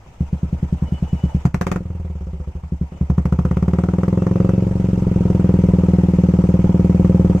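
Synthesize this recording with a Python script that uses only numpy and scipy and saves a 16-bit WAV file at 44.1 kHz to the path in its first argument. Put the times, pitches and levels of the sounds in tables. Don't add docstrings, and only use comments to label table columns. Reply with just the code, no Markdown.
import sys
import numpy as np
from scipy import signal
from scipy.fft import irfft
from scipy.io import wavfile
from scipy.ndimage import uniform_filter1d

SR = 44100
rng = np.random.default_rng(int(sys.argv[2]) if len(sys.argv) > 2 else 0)


def natural_amplitude(level_db):
    exponent = np.asarray(level_db, float) / 20
    return 10 ** exponent


def store_wav(level_fs):
    pcm = np.round(np.clip(np.atleast_2d(level_fs), -1, 1) * 32767)
    wavfile.write(sys.argv[1], SR, pcm.T.astype(np.int16))


N = 326340

# (time [s], speed [firings per s])
ENGINE_SPEED = [(0.0, 5.616), (0.27, 8.104), (0.43, 10.531), (0.58, 9.88), (0.73, 10.443), (1.13, 9.356),
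                (1.35, 9.008), (1.5, 10.518), (1.74, 23.208), (1.81, 20.65), (1.98, 20.895), (2.48, 12.961),
                (2.77, 10.989), (2.93, 9.548), (3.39, 15.783), (3.84, 19.973), (4.34, 22.223),
                (4.73, 22.927), (4.87, 22.608), (5.09, 21.632), (5.79, 20.107), (6.64, 19.561),
                (7.1, 20.134), (7.4, 19.225)]
# (time [s], level [dB])
GEAR_LEVEL = [(0, -51.5), (.25, -45.5), (1.3, -41), (1.44, -42.5), (1.48, -52.5), (1.75, -46), (1.82, -49),
              (2.76, -50), (3, -47), (3.3, -45.5), (3.65, -42), (4.35, -39.5), (5.5, -37), (7.4, -36.5)]


def evened(x):
    return x / np.sqrt(np.mean(x ** 2) + 1e-20)


def on_log_axis(points, hz):
    f, value = np.transpose(points)
    return np.interp(np.log(hz + 1), np.log(f + 1), value)


def at_times(points, t):
    return np.interp(t, *np.transpose(points))


def curve(points):
    return at_times(points, np.arange(N) / SR)


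def add(mix, s, sound):
    part = mix[round(s * SR):][:len(sound)]
    part += sound[:len(part)]


def firings(scatter_db=0.73):
    # (time [s], blow [dB], crack [dB])
    burn = [(0.201, -17.5, -49), (0.332, -19, -57), (0.898, -18, -67), (1.351, -14, -49), (1.453, -12, -26),
            (1.538, -16.5, -26.5), (1.611, -20.5, -24), (1.667, -21.5, -24.5), (1.714, -22, -24),
            (1.756, -21.5, -24), (1.805, -29, -75.5), (2.721, -21, -71), (3.011, -16.5, -41.5),
            (3.099, -14.5, -32), (3.299, -15.5, -29.5), (3.599, -17, -31), (3.802, -18, -31.5),
            (3.92, -18, -33.5), (4.199, -16.5, -34.5), (4.45, -15, -33), (4.55, -16.5, -45),
            (4.66, -18, -58), (5.122, -17, -49), (5.266, -14.5, -40), (7.4, -13, -39)]
    # (time [s], extra crack [dB])
    snaps = [(3.785, 2), (3.836, 2), (4.032, 3.5), (4.081, 2.5), (4.267, 5), (4.492, 7.5), (5.301, 4),
             (5.936, 3.5), (7.046, 7.5)]
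    # (start [s], end [s], puff [dB], sharpness [Hz], delay [ms], second kick [share of the first])
    unburnt = [(0, .12, -51, 29.6, 0.077, 0.6), (1.83, 2.18, -27.5, 85.5, 0.86, 0.01),
               (2.18, 2.6, -26, 72, 0.1, 0.35), (2.6, 2.68, -28.5, 109, 0.15, 0.3),
               (2.87, 2.96, -32.5, 30.5, 9.9, 0.57)]
    first_cycle = .3767
    cycles = np.cumsum(curve(ENGINE_SPEED)) / SR - first_cycle
    t = np.interp(np.arange(int(cycles[-1]) + 1), cycles, np.arange(N) / SR)
    times, *charge = np.transpose(burn)
    blow_db, crack_db = (np.interp(t, times, c) for c in charge)
    sharp_hz = 38.8 * at_times(ENGINE_SPEED, t)
    late, push = np.zeros(len(t)), np.zeros(len(t))
    for s, more_db in snaps:
        crack_db[np.argmin(abs(t - s))] += more_db
    for start, end, puff_db, dull_hz, late_ms, kick in unburnt:
        dead = (t >= start) & (t < end)
        blow_db[dead] = puff_db
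        sharp_hz[dead] = dull_hz
        crack_db[dead] = -52
        late[dead] = late_ms / 1000
        push[dead] = kick
    blow_db = blow_db + scatter_db * rng.standard_normal(len(t))
    return t + late, blow_db, sharp_hz, crack_db, push


def valve_gear(t, beat_db=1.0, patchy_db=2.0):
    # (frequency [Hz], level [dB])
    cases = [(60, 13.5), (350, -8.5), (520, -5), (700, -5.5), (880, -3.5), (1080, -12), (1350, -12.5),
             (1650, -18.5), (2200, -16), (3000, -20), (4000, -30), (6200, -25), (8500, -31), (10200, -42.5),
             (14500, -39.5)]
    # (frequency [Hz], correlation [0-1])
    likeness = [(100, 1), (600, 0.68), (1200, 0.072), (2000, 0.015)]
    frames, hz = N // 128 + 5, np.fft.rfftfreq(512, 1 / SR)
    frame_s = np.arange(frames) * 128 / SR
    a, b, c, d, patches = rng.standard_normal((frames, len(hz), 5)).T
    patches = uniform_filter1d(patches, size=6, axis=0)
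    patches = evened(uniform_filter1d(patches, size=8, axis=1))
    cycle = 2 * np.pi * np.interp(frame_s, t, np.arange(len(t)))
    beat = np.cos(cycle - 1.2) + 1.9 * np.cos(2 * cycle - 1.1)
    same = np.clip(on_log_axis(likeness, hz), -1, 1)[:, None]
    left = a + 1j * b
    right = same * left + np.sqrt(1 - same ** 2) * (c + 1j * d)
    z = np.array([left, right])
    slack = 0.13 * np.clip(np.log2(hz / 1200 + 1e-9), 0, 1)[:, None]
    z *= natural_amplitude(-slack * (at_times(GEAR_LEVEL, frame_s) + 46.0))
    gulp = np.exp(-((hz - 900) / 51) ** 2)[:, None]
    z *= natural_amplitude(6.5 * gulp * np.cos(cycle - 2 * np.pi * 0.49))
    z *= natural_amplitude(on_log_axis(cases, hz)[:, None] + patchy_db * patches + beat_db * beat)
    clatter = signal.istft(z, nperseg=512, noverlap=384)[1][:, :N]
    return natural_amplitude(curve(GEAR_LEVEL) + 4) * evened(clatter)


def pipe(t, blow_db, sharp_hz, push, scatter_db=1.01):
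    # (time [s], heat [0 cool, 1 hot],
    # drive [0 soft, 1 hard], deepest ring [dB], thud above it [dB], low shove [dB])
    gas_course = [(0, 0.1, 0.043, -3, -2, 4), (1.38, 0.11, 0.043, -2, -1, 1),
                  (1.459, 0, 0.11, -3.5, 8.5, 11), (1.7, 0.93, 0.78, 0, -2, 10),
                  (1.85, 1.02, 0.84, 0.5, -2, -6), (2.2, 0.42, 0.51, 1, -13, -6),
                  (2.6, 0, 0.33, 2.5, -6, -4), (3, 0.092, 0.13, 2.5, 2.5, -6.5),
                  (3.501, 0.28, 0.29, 0.5, 1.5, -9.5), (3.9, 0.96, 0.9, -0.5, -3.5, -7),
                  (4.45, 1.08, 1.0, -1, 4.5, -4), (4.7, 1.05, 0.79, 5, 4, -3),
                  (5.201, 0.96, 0.82, 0, 1.5, 3), (6.001, 0.98, 0.83, -1, -8, -3),
                  (7.4, 1.02, 0.79, -1, -4, 2.5)]
    # (cool [Hz], hot [Hz],
    # soft [dB], hard [dB], cool t60 [s], hot t60 [s])
    modes = [(68.7, 81.9, -1.5, -14, 0.14, 0.18), (135, 125, 3.5, -5.5, 0.061, 0.086),
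             (46, 45, -15.5, -9.5, 0.16, 0.29), (166.6, 179.3, 0, 8, 0.11, 0.072),
             (256.7, 286, -3.5, 3.5, 0.033, 0.037), (322, 335, -22, 0, 0.039, 0.059),
             (362, 390.3, -9, 4, 0.089, 0.047), (413, 450, -14.5, 5, 0.032, 0.048),
             (495, 522, -8, 4, 0.086, 0.04), (580, 612, -7, -11, 0.032, 0.035),
             (674, 715, -12.5, -11.5, 0.13, 0.033), (820, 1300, -9, -7, 0.11, 0.094)]
    # (centre [Hz], distance from it at which they are 8.4 dB down [Hz], cool [ms], hot [ms], level [dB])
    returns = [(92, 39, 13.4, 10.77, -4), (287, 67, 21, 17.09, -4.5), (390, 36, 18, 18.6, -10),
               (535, 131, 17, 11.66, -2.5)]
    hz = np.fft.rfftfreq(16384, 1 / SR)
    luck = rng.standard_normal((len(t), len(modes)))
    times, *gas = np.transpose(gas_course)
    heat, drive, *low_db = (np.interp(t, times, c)[:, None] for c in gas)
    ring = 0
    for k, (cool_hz, hot_hz, soft_db, hard_db, cool_t60, hot_t60) in enumerate(modes):
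        f = cool_hz + heat * (hot_hz - cool_hz)
        t60 = cool_t60 + heat * (hot_t60 - cool_t60)
        pole = np.log(1000) / (2 * np.pi) / t60 + 1j * hz
        mode_scatter_db = scatter_db * (-0.2 + k / 3)
        size = natural_amplitude(soft_db + drive * (hard_db - soft_db) + mode_scatter_db * luck[:, [k]])
        size = size * natural_amplitude(low_db[k] if k < len(low_db) else 0)
        ring = ring + size * pole / (pole ** 2 + f ** 2)
    again = 1
    for mid_hz, wide_hz, cool_ms, hot_ms, db in returns:
        delay_s = (cool_ms + heat * (hot_ms - cool_ms)) / 1000
        band = natural_amplitude(db - 8.4 * ((hz - mid_hz) / wide_hz) ** 2)
        again = again + band * np.exp(-2j * np.pi * hz * delay_s)
    ring = ring * again
    slug = np.exp(-2j * np.pi * hz * 0.0028) / (1 + (hz / 310) ** 2) ** 1.5
    q = hz / sharp_hz[:, None]
    dull = 1 / (1 + (sharp_hz[:, None] / 150) ** 4)
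    slug = slug * (1 / (1 + 1j * q) ** 2 + 0.051 + 0.11 * dull)
    push_s = 0.28 * np.gradient(t)[:, None]
    slug = slug * (1 + push[:, None] * np.exp(-2j * np.pi * hz * push_s))
    lag_ms = 4.4 + heat * (2.6 - 4.4)
    slug = slug * np.exp(-1j * np.pi * lag_ms / 1e6 * hz * (hz - 400))
    u = 1j * hz / 80
    low_cut = u ** 2 / (u ** 2 + u / 1.21 + 1)
    out = np.zeros(N)
    for s, db, wave in zip(t, blow_db, irfft(ring * slug * low_cut)):
        start_rms = np.sqrt(np.mean(wave[:1500] ** 2))
        add(out, s - .0047, natural_amplitude(db) * wave[:12000] / start_rms)
    return out


def cracks(t, crack_db, scatter_db=1.8, bark_db=10, hiss_db=-2):
    # (frequency at 15 firings per s [Hz], level [dB], t60 [s])
    bark_modes = [(394, -4.5, 0.029), (530.4, -3.5, 0.026), (718.6, -8, 0.053), (913, -4, 0.018),
                  (1081, 8.5, 0.0083), (1420, -17, 0.0024), (1750, -8, 0.0087)]
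    # (frequency [Hz], level [dB])
    hiss_colour = [(300, 6), (600, 4), (1150, -3), (1600, -2.5), (2500, -9), (4000, -23.5), (6200, -17),
                   (8000, -23), (10200, -32), (14500, -30)]
    age = np.arange(3000) / SR
    luck = rng.standard_normal((len(t), 3))
    noise = rng.standard_normal((len(t), 3, len(age)))
    rise = (1 - np.exp(-age / 0.00076)) ** 2
    loose = np.clip((-27.5 - crack_db) / 12, .3, 1)
    pitch = 1 + 0.0046 * (at_times(ENGINE_SPEED, t) - 15)
    lumps = uniform_filter1d(rng.standard_normal((len(t), len(age))), size=60, axis=1)
    lumps = natural_amplitude(2.9 * evened(lumps) - 1.5)
    bark, hiss = np.zeros(N), np.zeros((N, 2))
    for s, db, uneven, (a, b, c), n, up, lump in zip(t, crack_db, loose, luck, noise, pitch, lumps):
        ring = 0
        for hz, mode_db, t60 in bark_modes:
            bent_hz = hz * (1 + (hz > 800) * (up - 1 + 0.07 * c))
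            ring = ring + natural_amplitude(mode_db - 60 * age / t60) * np.sin(2 * np.pi * bent_hz * age)
        front_db = db + bark_db - 0.077 * max(db + 48.0, 0) + scatter_db * uneven * a
        add(bark, s - .0008, -natural_amplitude(front_db) * ring * np.minimum(age / 0.0012, 1))
        tail = natural_amplitude(-20.5 + 0.7 * (db + 30.5)) * np.exp(-age / 0.015)
        puff = rise * lump * (np.exp(-age / 0.003) + tail)
        rush_db = db + hiss_db + 0.87 * (db + 36.0) + 0.46 * scatter_db * uneven * b
        both_ears = 0.71 * n[0] + 1.4 * n[1:]
        add(hiss, s - .002, natural_amplitude(rush_db) * (both_ears * puff).T)
    hz = np.fft.fftfreq(4096, 1 / SR)
    log_gain = np.log(natural_amplitude(on_log_axis(hiss_colour, abs(hz))))
    colour = np.fft.ifft(np.exp(np.conj(signal.hilbert(log_gain)))).real[:2048]
    colour = colour / np.linalg.norm(colour)
    return bark + signal.oaconvolve(hiss.T, colour[None], axes=1)[:, :N]


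def echoes(x):
    # (delay to left [ms], delay to right [ms], level [dB])
    surfaces = [(2.2, 2.2, -20.5), (6.0, 5.69, -13.5), (11.5, 12.1, -32.5)]
    taps = np.zeros((2, 1000))
    for left_ms, right_ms, db in surfaces:
        for ear, ms in enumerate((left_ms, right_ms)):
            taps[ear] += natural_amplitude(db) * np.sinc(np.arange(1000) - ms * SR / 1000)
    thin = signal.lfilter(*signal.butter(2, 170, "high", fs=SR), x)
    return x + signal.oaconvolve(thin, taps, axes=1)[:, :N]


def yard(x, t60=0.12, level_db=-8):
    age = np.arange(SR // 2) / SR
    tail = rng.standard_normal((2, len(age))) * natural_amplitude(-60 * age / t60) * (age > .004)
    tail = tail / np.linalg.norm(tail[0])
    thin = signal.lfilter(*signal.butter(2, 420, "high", fs=SR), x)
    return natural_amplitude(level_db) * signal.oaconvolve(thin, tail, axes=1)[:, :N]


def ticks(t, scatter_db=2.0, tick_db=-0.5):
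    # (place in the cycle [share], level [dB])
    seats = [(.17, -6), (.36, -4.5), (.56, -2)]
    # (frequency [Hz], level [dB], t60 [s])
    seat_modes = [(790, -14, 0.029), (943.6, -5, 0.11), (1274, -6, 0.048)]
    age, strikes = np.arange(2000) / SR, np.zeros(N)
    ring = sum(natural_amplitude(db - 60 * age / t60) * np.sin(2 * np.pi * hz * age) for hz, db, t60 in seat_modes)
    luck = rng.standard_normal((len(t), len(seats), 2))
    level_db = at_times(GEAR_LEVEL, t) + tick_db
    for k, (share, db) in enumerate(seats):
        jittered = share + 0.0015 * luck[:, k, 0]
        at = t + jittered * np.gradient(t)
        kept = at < (N - 1) / SR
        strength = natural_amplitude(level_db + db + scatter_db * luck[:, k, 1])
        strikes[(at[kept] * SR).astype(int)] += strength[kept]
    return signal.oaconvolve(strikes, ring)[:N]


def whistle():
    # (start [s], end [s], frequency [Hz], rms level when fully on, before the stereo lean [dB])
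    spells = [(0.853, 1.43, 2940, -70), (0.867, 0.892, 2960, -52.5), (0.932, .988, 2960, -53),
              (1.039, 1.062, 2960, -62), (1.072, 1.14, 2940, -60), (1.16, 1.187, 2940, -59),
              (1.204, 1.275, 2964, -55.5), (1.302, 1.328, 2940, -61), (2.919, 3.009, 2950, -68.5),
              (4.19, 4.245, 2690, -59), (4.33, 4.39, 2650, -63), (4.41, 4.587, 2650, -61.5)]
    waver = np.cumsum(evened(uniform_filter1d(rng.standard_normal(N), size=900))) / SR
    t = np.arange(N) / SR
    out = np.zeros(N)
    for start, end, hz, db in spells:
        gate = uniform_filter1d(1. * (t > start) * (t < end), size=1100)
        out += natural_amplitude(db) * gate * np.sin(2 * np.pi * (hz * t + 6 * waver))
    return np.sqrt(2) * out


def scene():
    t, blow_db, sharp_hz, crack_db, push = firings()
    engine = valve_gear(t)
    exhaust = pipe(t, blow_db, sharp_hz, push) + cracks(t, crack_db)
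    engine = engine + echoes(ticks(t)[None])
    whistle_lean = natural_amplitude(np.array([[1.5], [-1.5]]))
    return echoes(exhaust) + yard(exhaust) + engine + whistle() * whistle_lean


def roll_off(x):
    return signal.sosfilt(signal.butter(12, 15700, fs=SR, output="sos"), x)


def record(dry):
    # (frequency [Hz], left minus right [dB])
    lean = [(1000, 0), (2500, .8), (5000, 3.5), (8500, -3), (13000, 3.5)]
    squashed = 1.258 * np.tanh(dry)
    hz = np.linspace(0, SR / 2, 257)
    half_lean_db = on_log_axis(lean, hz) / 2
    channels = [signal.firwin2(255, hz, natural_amplitude(side * half_lean_db) * (hz < 15500), fs=SR) for side in (1, -1)]
    mix = signal.oaconvolve(squashed, channels, "same", axes=1)
    return roll_off(mix)


dry = scene()
out = record(dry)
store_wav(out)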